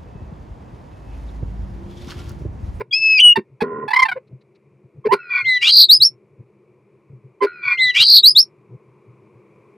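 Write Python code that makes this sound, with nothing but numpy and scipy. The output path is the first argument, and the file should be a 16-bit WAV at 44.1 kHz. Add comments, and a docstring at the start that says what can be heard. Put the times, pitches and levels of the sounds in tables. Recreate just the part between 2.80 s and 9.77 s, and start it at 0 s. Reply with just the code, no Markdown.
"""Starling in a nest box

A starling sings inside a wooden nest box, close to a small overloaded microphone. Its two-sided syrinx, built from
swept oscillators, gives whistles, chucks, grunts and a creak, then twice a phrase of rattle, falling whistle,
rasp, trill and two upsweeps. Outside air, as coloured noise, hums faintly in the box; soft bumps and a far bird
are short swells of noise through resonances."""
import sys
import numpy as np
from scipy import signal
from scipy.fft import rfft, irfft, next_fast_len
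from scipy.io import wavfile
from scipy.ndimage import uniform_filter1d, map_coordinates

SR = 44100
rng = np.random.default_rng(int(sys.argv[2]) if len(sys.argv) > 2 else 0)


def store_wav(level_fs):
    """Save 16-bit WAV to argv[1]."""
    pcm = np.round(np.clip(np.atleast_2d(level_fs), -1, 1) * 32767)
    wavfile.write(sys.argv[1], SR, pcm.T.astype(np.int16))


N = 307355
T = np.arange(N) / SR

# hoarse grunts: t/s, length/s, f/Hz, voice level/dB, rasp level/dB, low thud level/dB
GRUNTS = [(0, 0.024, 459, -23.5, -26.5, -38), (0.565, 0.038, 385.5, -17, -30.5, -25),
          (.815, 0.022, 426, -15, -21.5, -19.5), (1.353, 0.038, 503, -27, -41, -53),
          (2.247, 0.038, 434, -13, -27.5, -34), (2.313, 0.043, 397.5, -10.5, -16, -33),
          (4.609, 0.061, 398.7, -12, -20.5, -57)]
# relative spectrum of the hoarse noise: f/Hz, level/dB
HOARSE_SPECTRUM = [(220, -31.5), (350, -19.5), (700, -20), (1000, 13), (1250, -15.5), (1500, -5),
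                   (2350, -0.5), (2900, -24.5), (4500, -7.5), (5500, -21), (6800, -34.5), (8800, -26),
                   (14000, -34.5)]
# resonances of the rough voice: f/Hz, half-width/Hz, level/dB
RASP_MODES = [(1131, 37, -10.5), (1498, 430, -8), (2250, 300, -2.5), (3630, 1600, -4.5), (4700, 420, -0.5)]
# the phrase, sung twice: t/s, first f of the falling whistle/Hz, arch level/dB, rasp level/dB,
# trill length/s, trill level/dB
PHRASES = [(2.378, 2735, -22.5, -16.5, 0.19, -7.5), (4.708, 2607, -14.5, -14.5, 0.21, -9)]
SETTLE_S = .024  # time constant with which a run of pulses settles after its hard start


def from_db(db):
    """Amplitude ratio of a level: 20 dB per factor of ten."""
    return 10 ** (np.asarray(db) / 20)


def rms_one(x):
    """Normalisation to unit mean power."""
    return x / np.sqrt(np.mean(x ** 2) + 1e-20)


def loudness(x):
    """Short-time energy: the running rms over 120 samples, a few milliseconds."""
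    return np.sqrt(np.abs(uniform_filter1d(x ** 2, size=120)))


def add(out, t, sound):
    """Linear superposition of a sound at its times."""
    start = int(round(t[0] * SR))
    out[start:start + len(t)] += sound


def pan(x, left_db):
    """Level difference between the two channels places a sound."""
    return x * from_db([[left_db / 2], [-left_db / 2]])


def burst(start, length):
    """Times and raised-cosine-edged envelope of one short sound."""
    t = T[max(int(start * SR), 0):][:max(int(length * SR), 64)]
    return t, signal.windows.tukey(len(t), .8)


def push(start, length, attack_s, release_s, swell_db=0):
    """One push of air pressure: its times, progress 0-1 and gain (attack, swelling hold, release)."""
    t = T[max(int(start * SR), 0):][:int(length * SR)]
    u = np.linspace(0, 1, len(t))
    attack = np.clip((t - t[0]) / attack_s, 0, 1)
    release = np.clip((t[-1] - t) / release_s, 0, 1)
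    return t, u, np.sin(np.pi / 2 * attack * release) ** 2 * from_db(swell_db * (u - .5))


def settle(t, time_s):
    """Exponential relaxation from 1 towards 0 after the start of a note."""
    return np.exp(-(t - t[0]) / time_s)


def wobble(t, hz):
    """Band-limited chance: a spline through hz random knots a second, spread about 1."""
    knots = rng.standard_normal(int((t[-1] - t[0]) * hz) + 4)
    return map_coordinates(knots, [(t - t[0]) * hz + 1], mode="nearest")


def turn(hz):
    """Phase of an oscillator: the time integral of its frequency."""
    return 2 * np.pi * np.cumsum(hz) / SR


def noise(spectrum):
    """Spectral shaping colours white noise, rms 1; levels join straight along log frequency."""
    hz, db = np.transpose(spectrum)
    size = next_fast_len(N)
    log_hz = np.log(np.fft.rfftfreq(size, 1 / SR) + 1)
    gain = from_db(np.interp(log_hz, np.log(hz), db))
    return rms_one(irfft(rfft(rng.standard_normal(size)) * gain, size)[:N])


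def resonate(x, modes):
    """Parallel resonances, each a pole pair applied twice for dark valleys."""
    out = 0
    for hz, width_hz, db in modes:
        r = np.exp(-2 * np.pi * width_hz / SR)  # the width is half the bandwidth of one section
        section = [(1 - r * r) / 2, 0, (r * r - 1) / 2, 1, -2 * r * np.cos(2 * np.pi * hz / SR), r * r]
        out = out + from_db(db) * signal.sosfilt([section, section], x + 1e-18)
    return out


def swells(events, modes):
    """Filtered noise: short swells in a few resonances."""
    level = np.zeros(N)
    for s, length, db in events:
        t, gain = burst(s, length)
        add(level, t, from_db(db) * gain)
    return level * rms_one(resonate(rng.standard_normal(N), modes))


def box_air():
    """Broadband air noise coloured by the box; a weak opposed part decorrelates the channels."""
    # relative spectrum of the air in the box: f/Hz, level/dB
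    air_spectrum = [(18, -72), (30, -41), (108, -14), (137, -3), (156, -2), (177, -16), (202, 3),
                    (249, -20), (359, 2), (410, -1), (747, -22.5), (1050, -21), (1680, -34), (2360, -21),
                    (3070, -42.5), (10500, -49.5), (15500, -65)]
    # its course: t/s, level/dB
    air_course = [(0, -58.5), (5.5, -56), (6.9, -51.5)]
    common = noise(air_spectrum)
    opposed = from_db(-20.5) * noise(air_spectrum) * [[1], [-1]]
    return from_db(np.interp(T, *np.transpose(air_course))) * (common + opposed)


def far_drone():
    """Resonance turns far noise into a hum in the box."""
    # box resonances: f/Hz, half-width/Hz, level/dB
    drone_modes = [(1020, 136, 1), (2330, 140, -7)]
    # course of the hum: t/s, level/dB
    drone_course = [(0, -80.5), (3.5, -75), (5.8, -67), (6.9, -63.5)]
    hum = rms_one(resonate(rng.standard_normal(N), drone_modes))
    return from_db(np.interp(T, *np.transpose(drone_course))) * hum


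def grunts(jitter, flutter, dull_hz=2600, low_hz=290):
    """Flow modulation: a slack low vibration lets out a puff of noise on each cycle; harder is brighter."""
    voice, puffs, hoarse = np.zeros(N), np.zeros(N), noise(HOARSE_SPECTRUM)
    for s, length, hz, db, rasp_db, _ in GRUNTS:
        t, gain = burst(s, length)
        wave = np.sin(turn(hz * (1 + jitter * wobble(t, 400))))
        add(voice, t, np.sqrt(2) * from_db(db) * gain * wave * (1 + flutter * wobble(t, 400)))
        add(puffs, t, from_db(rasp_db) * gain * (1 + .5 * wave))
    dull = signal.sosfilt(signal.butter(4, dull_hz, fs=SR, output="sos"), noise(HOARSE_SPECTRUM))
    bright = puffs / puffs.max()
    rasp = puffs * (bright * hoarse + (1 - bright) * dull)
    return signal.sosfilt(signal.butter(4, low_hz, "high", fs=SR, output="sos"), voice + rasp)


def thuds():
    """Forced resonance: low modes of the box sound under the grunts."""
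    # f/Hz, half-width/Hz, level/dB
    chest_modes = [(117.6, 37, -4.5), (190, 46, 2.5)]
    return swells([(row[0], row[1], row[-1]) for row in GRUNTS], chest_modes)


def whistles(notes, jitter, third_db, hoarse_db):
    """Near-sinusoidal oscillation, slightly wavering, with weak overtones and a trace of noise."""
    out, hoarse = np.zeros(N), rms_one(resonate(rng.standard_normal(N), RASP_MODES[-2:]))
    for t, hz, gain, octave_db in notes:
        phase = turn(hz * (1 + jitter * wobble(t, 660)))
        # third harmonic and noise are levelled against the octave
        overtones = np.sin(2 * phase) + from_db(third_db) * np.sin(3 * phase)
        overtones = overtones + from_db(hoarse_db) * np.interp(t, T, hoarse)
        overtones = overtones * from_db(1.5 * wobble(t, 120))
        gain = gain * from_db(.6 * wobble(t, 70))
        add(out, t, np.sqrt(2) * gain * (np.sin(phase) + from_db(octave_db) * overtones))
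    return out


def opening_notes(pip_octave_db=-34, high_octave_db=-39, drop_s=0.013):
    """Frequency glides: a pip, a long whistle scooping in and out, a loud higher one; the last two sag."""
    # each: t/s, length/s, f/Hz, level/dB
    pip_note = (.108, 0.0447, 3306.5, -26)
    high_note = (0.3975, 0.14, 2972, 0.51)
    # the long first whistle: t/s, fundamental level/dB, octave level/dB
    first_levels = [(0.122, -36.5, -35), (0.134, -17, -15), (0.146, -16, -16), (0.202, -26.5, -26.5),
                    (0.23, -16.5, -25), (0.372, -10.5, -24.5), (0.386, -13, -16.5), (0.398, -19.5, -29.5)]
    first_hz, first_sag_hz_per_s = 2662, 400
    scoop_hz, scoop_s = 370, .021
    overshoot_hz, overshoot_s, high_sag_hz_per_s = 260, .016, 890
    bow_db = 9  # the higher note is loudest in its middle

    s, length, hz, db = pip_note
    t, u, gain = push(s, length, attack_s=0.01, release_s=0.01497)
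    yield t, hz + 0 * u, from_db(db) * gain, pip_octave_db

    s, low_db, octave_db = np.transpose(first_levels)
    t, u, gain = push(s[0], s[-1] - s[0], attack_s=0.0068, release_s=.004)
    scoop = settle(t, scoop_s) + settle(t, drop_s)[::-1]
    hz = first_hz - first_sag_hz_per_s * (t - t[0]) - scoop_hz * scoop
    yield t, hz, gain * from_db(np.interp(t, s, low_db)), np.interp(t, s, octave_db - low_db)

    s, length, hz, db = high_note
    t, u, gain = push(s, length, attack_s=.006, release_s=0.015)
    gain = gain * from_db(bow_db * (np.sin(np.pi * u) ** 3 - 1))
    hz = hz + overshoot_hz * settle(t, overshoot_s) - high_sag_hz_per_s * (t - t[0])
    yield t, hz, from_db(db) * gain, high_octave_db


def glides(notes, jitter, jitter_hz, flutter, octave_db, third_db=-60, swing_hz=0):
    """Frequency modulation: random jitter roughens a gliding tone, a fast regular swing makes a trill."""
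    trill_hz = 65.3
    out = np.zeros(N)
    for t, hz, gain in notes:
        swing = swing_hz * np.sin(2 * np.pi * trill_hz * (t - t[0]) + .2 * wobble(t, 60))
        phase = turn(hz * (1 + jitter * wobble(t, jitter_hz)) + swing)
        gain = gain * (1 + flutter * wobble(t, jitter_hz))
        wave = np.sin(phase) + from_db(octave_db) * np.sin(2 * phase) + from_db(third_db) * np.sin(3 * phase)
        add(out, t, np.sqrt(2) * gain * wave)
    return out


def overlap(x):
    """Interference: early returns from the walls beat against a fast-moving tone."""
    # strongest early returns: delay/s, level/dB
    wall_echoes = [(.0021, -3.5), (.0046, -5.5)]
    return x + sum(from_db(db) * np.interp(T - delay, T, x) for delay, db in wall_echoes)


def rasp_notes(break_glide_hz=650):
    """Two independent oscillators: one rough strand as the voice cracks, two climbing in each phrase."""
    # the voice cracks between two notes: t/s, length/s, f/Hz, level/dB
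    crack = (.381, .036, 2850, -8)
    # both sides of the syrinx climb at once: from f/Hz, to f/Hz
    strands = [(2000, 3300), (2550, 4450)]
    s, length, hz, db = crack
    t, u, gain = push(s, length, attack_s=.018, release_s=.012)
    yield t, hz + break_glide_hz * (u - .5), from_db(db) * gain
    for s, _, _, db, *_ in PHRASES:
        for from_hz, to_hz in strands:
            t, u, gain = push(s + 0.427, .109, attack_s=0.028, release_s=.02, swell_db=10)
            yield t, from_hz + (to_hz - from_hz) * u, from_db(db) * gain


def rasping():
    """Nonlinear coupling: in the phrases two membranes beating together break into broad noise."""
    strands = overlap(glides(rasp_notes(), jitter=.028, jitter_hz=900, flutter=.35, octave_db=-27))
    broad = rms_one(resonate(rng.standard_normal(N), RASP_MODES))
    return strands + from_db(-14.5) * loudness(strands) * (T > PHRASES[0][0]) * broad


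def following_noise(high, rasps):
    """Envelope following: broadband noise that follows the loudness of the high voices and the rasps."""
    # relative spectrum: f/Hz, level/dB
    following_spectrum = [(200, -29.5), (2000, -5.5), (4500, 11.5), (6000, 1), (7000, -12), (8700, -2),
                          (11000, -9.5), (14000, -5.5)]
    return loudness(from_db(-36) * high + from_db(-47) * rasps) * noise(following_spectrum)


def chucks(jitter, rasp_db=-14, uneven_db=3.0):
    """Harmonic series of a slapping valve: the membranes shut for a moment, with rasp."""
    # reedy chucks: t/s, f/Hz, level/dB
    chuck_notes = [(.555, 908.5, -13), (.804, 842, -18), (1.077, 862, -21.5), (1.102, 868, -19),
                   (1.13, 994, -12), (1.157, 1041, -12), (1.188, 1064, -10.5), (1.218, 1019, -9),
                   (1.248, 898, -18.5), (1.282, 780, -19), (1.311, 732.5, -22.5)]
    # how throat and box weight the harmonics: f/Hz, level/dB
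    colour = [(720, -16), (850, -5), (1020, -3), (1450, 2.5), (1700, -8), (2050, -2), (3000, -20.5),
              (4400, -25), (5400, -26.5)]
    out, rasp = np.zeros(N), noise(HOARSE_SPECTRUM)
    for s, hz, db in chuck_notes:
        t, u, gain = push(s, 0.028, attack_s=0.0075, release_s=0.016)
        phase = turn(hz * (1 + jitter * wobble(t, 670)))
        tone = 0
        for k in range(1, 6):
            weight = from_db(np.interp(k * hz, *np.transpose(colour)))
            uneven = from_db(uneven_db * (k > 1) * wobble(t, 150))
            tone = tone + weight * np.sin(k * phase + (k - 1) * np.pi / 2) * uneven
        add(out, t, np.sqrt(2) * from_db(db) * gain * (tone + from_db(rasp_db) * np.interp(t, T, rasp)))
    return out


def rattle(runs, modes, jitter, scatter, soft_hz):
    """Impulse excitation: soft pulses, each with a puff of noise, ring the throat and the box."""
    out, soft = np.zeros(N), signal.butter(6, soft_hz, fs=SR, output="sos")
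    for t, per_s, gain in runs:
        cycles = np.floor(np.cumsum(per_s * (1 + jitter * wobble(t, 100))) / SR)
        pulses = np.diff(cycles, prepend=-1)
        puffs = signal.lfilter([1], [1, -.992], pulses) * rng.standard_normal(len(t))
        excitation = signal.sosfilt(soft, pulses + scatter * puffs)
        add(out, t, gain * rms_one(resonate(excitation, modes)))
    return out


def creak_runs(hurry_per_s=55, accent_db=8):
    """Relaxing pulse rate: the creak starts fast and hard, then idles."""
    # syrinx pulses: t/s, length/s, level/dB
    creak_run = (.828, 0.27, -28.5)
    s, length, db = creak_run
    t, u, gain = push(s, length, attack_s=0.0089, release_s=0.065)
    pulses_per_s = 76 + hurry_per_s * settle(t, SETTLE_S)
    yield t, pulses_per_s, gain * from_db(db + accent_db * settle(t, SETTLE_S))


def creaking():
    """Source and filter: the creak's pulses ring throat and box resonances."""
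    # f/Hz, half-width/Hz, level/dB
    creak_modes = [(226, 86, -5), (406.5, 27, 5), (1030, 22, 2), (1420, 34, -12), (1880, 62, -16)]
    return rattle(creak_runs(), creak_modes, jitter=0.045, scatter=0.1, soft_hz=2800)


def low_tones():
    """Linear frequency glides: short low tones; the first is the box ringing near 1000 Hz between the chucks."""
    # t/s, length/s, f/Hz, glide/Hz, level/dB
    tones = [(1.12, 0.17, 1031, 47.5, -19.5), (2.239, 0.041, 1046, -100, -30.5),
             (2.283, 0.034, 885, 75, -26), (2.303, .044, 1013, 171, -11.5),
             (4.603, 0.048, 1023, -13.5, -17.5)]
    for s, length, hz, glide_hz, db in tones:
        t, gain = burst(s, length)
        yield t, hz + glide_hz * np.linspace(-.5, .5, len(t)), from_db(db) * gain


def far_chips():
    """Band-limited noise bursts: another bird's chips."""
    # t/s, length/s, level/dB
    chips = [(1.468, .025, -69), (1.605, 0.027, -67), (1.745, 0.03, -65.5)]
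    # f/Hz, half-width/Hz, level/dB
    chip_modes = [(2300, 600, -1), (3950, 390, 1.5)]
    return swells(chips, chip_modes)


def bumps():
    """Modal response: uneven low noise and soft bumps share two resonances."""
    # soft low bumps: t/s, length/s, level/dB
    bump_events = [(2.14, 0.071, -38.5), (3.57, 0.061, -40.5), (4.29, 0.047, -42), (5.88, 0.098, -34.5)]
    # f/Hz, half-width/Hz, level/dB
    bump_modes = [(125, 16, 3.5), (380.2, 50, -15)]
    uneven = rng.standard_normal(N) * from_db(9.2 * wobble(T, 21))
    return from_db(-52.5) * rms_one(resonate(uneven, bump_modes)) + swells(bump_events, bump_modes)


def tick_runs(level_db=-43, accent_db=19):
    """Pulse train: ticking that opens each phrase hard and soon turns quiet."""
    for s, *_ in PHRASES:
        t, u, gain = push(s - .04, 0.309, attack_s=0.004, release_s=.02)
        yield t, 79, gain * from_db(level_db + accent_db * settle(t, SETTLE_S))


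def ticking():
    """Source and filter: the ticks ring their own set of resonances."""
    # f/Hz, half-width/Hz, level/dB
    tick_modes = [(1434, 49, 0.5), (1950, 51, -15.5), (2284, 130, -17), (4160, 54, -17.5)]
    return rattle(tick_runs(), tick_modes, jitter=0.12, scatter=0.06, soft_hz=4200)


def falling_notes(first_octave_db=-28, last_octave_db=-2):
    """Pressure pulses on one long fall in pitch; the octave grows as the beak opens."""
    # pushes within the whistle: delay/s, length/s, level/dB, swell/dB
    fall_pushes = [(0, 0.49, -39, 15), (0.12, 0.14, -24.5, -2), (0.257, 0.152, -16.5, 2.5)]
    fall_s, end_hz, curve = .45, 1967.6, 1.85  # curve above 1: ever slower
    for s, first_hz, *_ in PHRASES:
        effort = np.zeros(N)
        for delay, length, db, swell_db in fall_pushes:
            t, u, gain = push(s + delay, length, attack_s=0.039, release_s=0.015, swell_db=swell_db)
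            add(effort, t, from_db(db) * gain)
        t, u, gain = push(s, fall_s, attack_s=.005, release_s=.005)
        hz = end_hz + (first_hz - end_hz) * (1 - u) ** curve
        octave_db = first_octave_db + (last_octave_db - first_octave_db) * u ** 2
        yield t, hz, gain * np.interp(t, T, effort), octave_db


def buzz_runs(level_db=-20.5):
    """Pulse train: a faster buzz swells under the falling whistle."""
    for s, *_ in PHRASES:
        t, u, gain = push(s + .105, 0.1494, attack_s=0.04, release_s=0.041, swell_db=12)
        yield t, 137, from_db(level_db) * gain


def buzzing():
    """Source and filter: irregular buzz pulses ring their own set of resonances."""
    # f/Hz, half-width/Hz, level/dB
    buzz_modes = [(1092, 72, -9), (1474, 21, -0.5), (1943, 23, -3.5), (2400, 26.5, 11.5), (3410, 67, -16.5),
                  (4550, 250, -24)]
    return rattle(buzz_runs(), buzz_modes, jitter=0.29, scatter=0.21, soft_hz=5450)


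def arch_notes(lean=0.69, completed=.92):
    """Second oscillator: the syrinx's other side rises over the whistle's end and breaks off coming down."""
    foot_hz, top_hz, foot_db = 2300, 4010, -17  # loudest at its top
    for s, _, db, *_ in PHRASES:
        t, u, gain = push(s + .264, 0.16, attack_s=0.0036, release_s=.02)
        height = np.sin(np.pi * (completed * u) ** lean)
        level_db = db + foot_db * (1 - np.abs(height) ** 6)
        yield t, foot_hz + (top_hz - foot_hz) * height, gain * from_db(level_db)


def trill_notes(swell_db=23):
    """Carrier of the frequency modulation: the trill swells while its centre pitch bows up and back."""
    edge_hz, top_hz = 4130, 4480
    for s, *_, length, db in PHRASES:
        t, u, gain = push(s + 0.497, length, attack_s=0.0084, release_s=0.064, swell_db=swell_db)
        yield t, edge_hz + (top_hz - edge_hz) * np.sin(np.pi * u ** .8), from_db(db) * gain


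def sweep_notes():
    """Rising chirp: each upsweep climbs in an S, weakening as it goes, and sags past its top."""
    # t/s, length/s, from f/Hz, top f/Hz, rise/s, level/dB
    sweeps = [(3.083, .11, 3660, 5126, 0.075, -3.5), (3.198, .1, 3718, 5490, 0.067, -7.5),
              (5.426, .11, 3708, 5082, .08, -4), (5.547, .1, 3480, 5495, 0.073, -6.5)]
    sag_hz_per_s = 6500
    for s, length, from_hz, top_hz, rise_s, db in sweeps:
        t, u, gain = push(s, length, attack_s=0.041, release_s=0.035, swell_db=-16)
        climb = np.sin(np.pi / 2 * np.clip((t - s) / rise_s, 0, 1)) ** 2
        sag = sag_hz_per_s * np.maximum(t - s - rise_s, 0)
        yield t, from_hz + (top_hz - from_hz) * climb - sag, from_db(db) * gain


def song():
    """Superposed voices of the starling; the head's direction differs between three groups of them."""
    opening = whistles(opening_notes(), jitter=0.0034, third_db=-37.5, hoarse_db=-29.5)
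    falls = whistles(falling_notes(), jitter=0.0033, third_db=-25.5, hoarse_db=-26.5)
    arches = glides(arch_notes(), jitter=.012, jitter_hz=900, flutter=.2, octave_db=-27, third_db=-41)
    rasps = rasping()
    trills = overlap(glides(trill_notes(), jitter=.026, jitter_hz=900, flutter=.25, octave_db=-31,
                            swing_hz=364.5))
    sweeps = overlap(glides(sweep_notes(), jitter=.012, jitter_hz=350, flutter=.2, octave_db=-27))
    high = trills + sweeps
    high = high + from_db(-2) * rasps
    high = high + following_noise(high, rasps)
    low_glides = glides(low_tones(), jitter=.01, jitter_hz=400, flutter=.1, octave_db=-17, third_db=-27)
    reedy = chucks(jitter=.022) + low_glides
    low = grunts(jitter=0.066, flutter=0.11) + thuds()
    pulsed = creaking() + ticking() + buzzing()
    middle = pan(high + falls + arches, left_db=0.1)
    return pan(opening, left_db=2.0) + middle + pan(reedy + low + pulsed, left_db=-1.06)


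def nest_box(x, apart):
    """Reverberation: dense, decaying reflections between close wooden walls, nearly alike in both channels."""
    t60_s, box_db = .08, -13
    t = T[:SR // 6]
    mid, side = rng.standard_normal((2, len(t))) * from_db(-60 * t / t60_s) * (t > .001)
    echoes = (mid + apart * side * [[1], [-1]]) / np.sqrt(np.sum(mid ** 2))
    return x + from_db(box_db) * signal.fftconvolve(x, echoes, axes=1)[:, :N]


def standing_wave(x, hz=820, width_hz=300, depth_db=-2):
    """Standing wave: near one pitch the left port lies in a node and the right in a crest."""
    return x + resonate(x.mean(axis=0), [(hz, width_hz, depth_db)]) * [[-1], [1]]


def outside():
    """Superposed background, leaning to the left: humming air, low bumps and a far bird."""
    return pan(box_air() + far_drone() + bumps() + far_chips(), left_db=1.5)


def scene():
    """Superposition of the bird in its box and the background."""
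    return standing_wave(nest_box(song(), apart=0.17)) + outside()


def record(dry, hardness=5.3, limit=1.0, low_cut_hz=35):
    """Limiting, then saturation at a lower sample rate: high overtones alias down; bottom and top are cut."""
    recorder_sr, overload, cutoff_hz = 32000, .86, 15750
    x = dry / (1 + (loudness(dry) / limit) ** 4) ** (1 / 4)
    x = signal.resample_poly(x, recorder_sr, SR, axis=1)
    x = x / (1 + np.abs(x / overload) ** hardness) ** (1 / hardness)
    x = signal.resample_poly(x, SR, recorder_sr, axis=1)[:, :N]
    x = signal.sosfilt(signal.butter(2, low_cut_hz, "high", fs=SR, output="sos"), x)
    low_pass = signal.firwin(301, cutoff_hz, fs=SR, window="blackman")
    return signal.fftconvolve(x, [low_pass], "same", axes=1)


dry = scene()
out = record(dry)
store_wav(out)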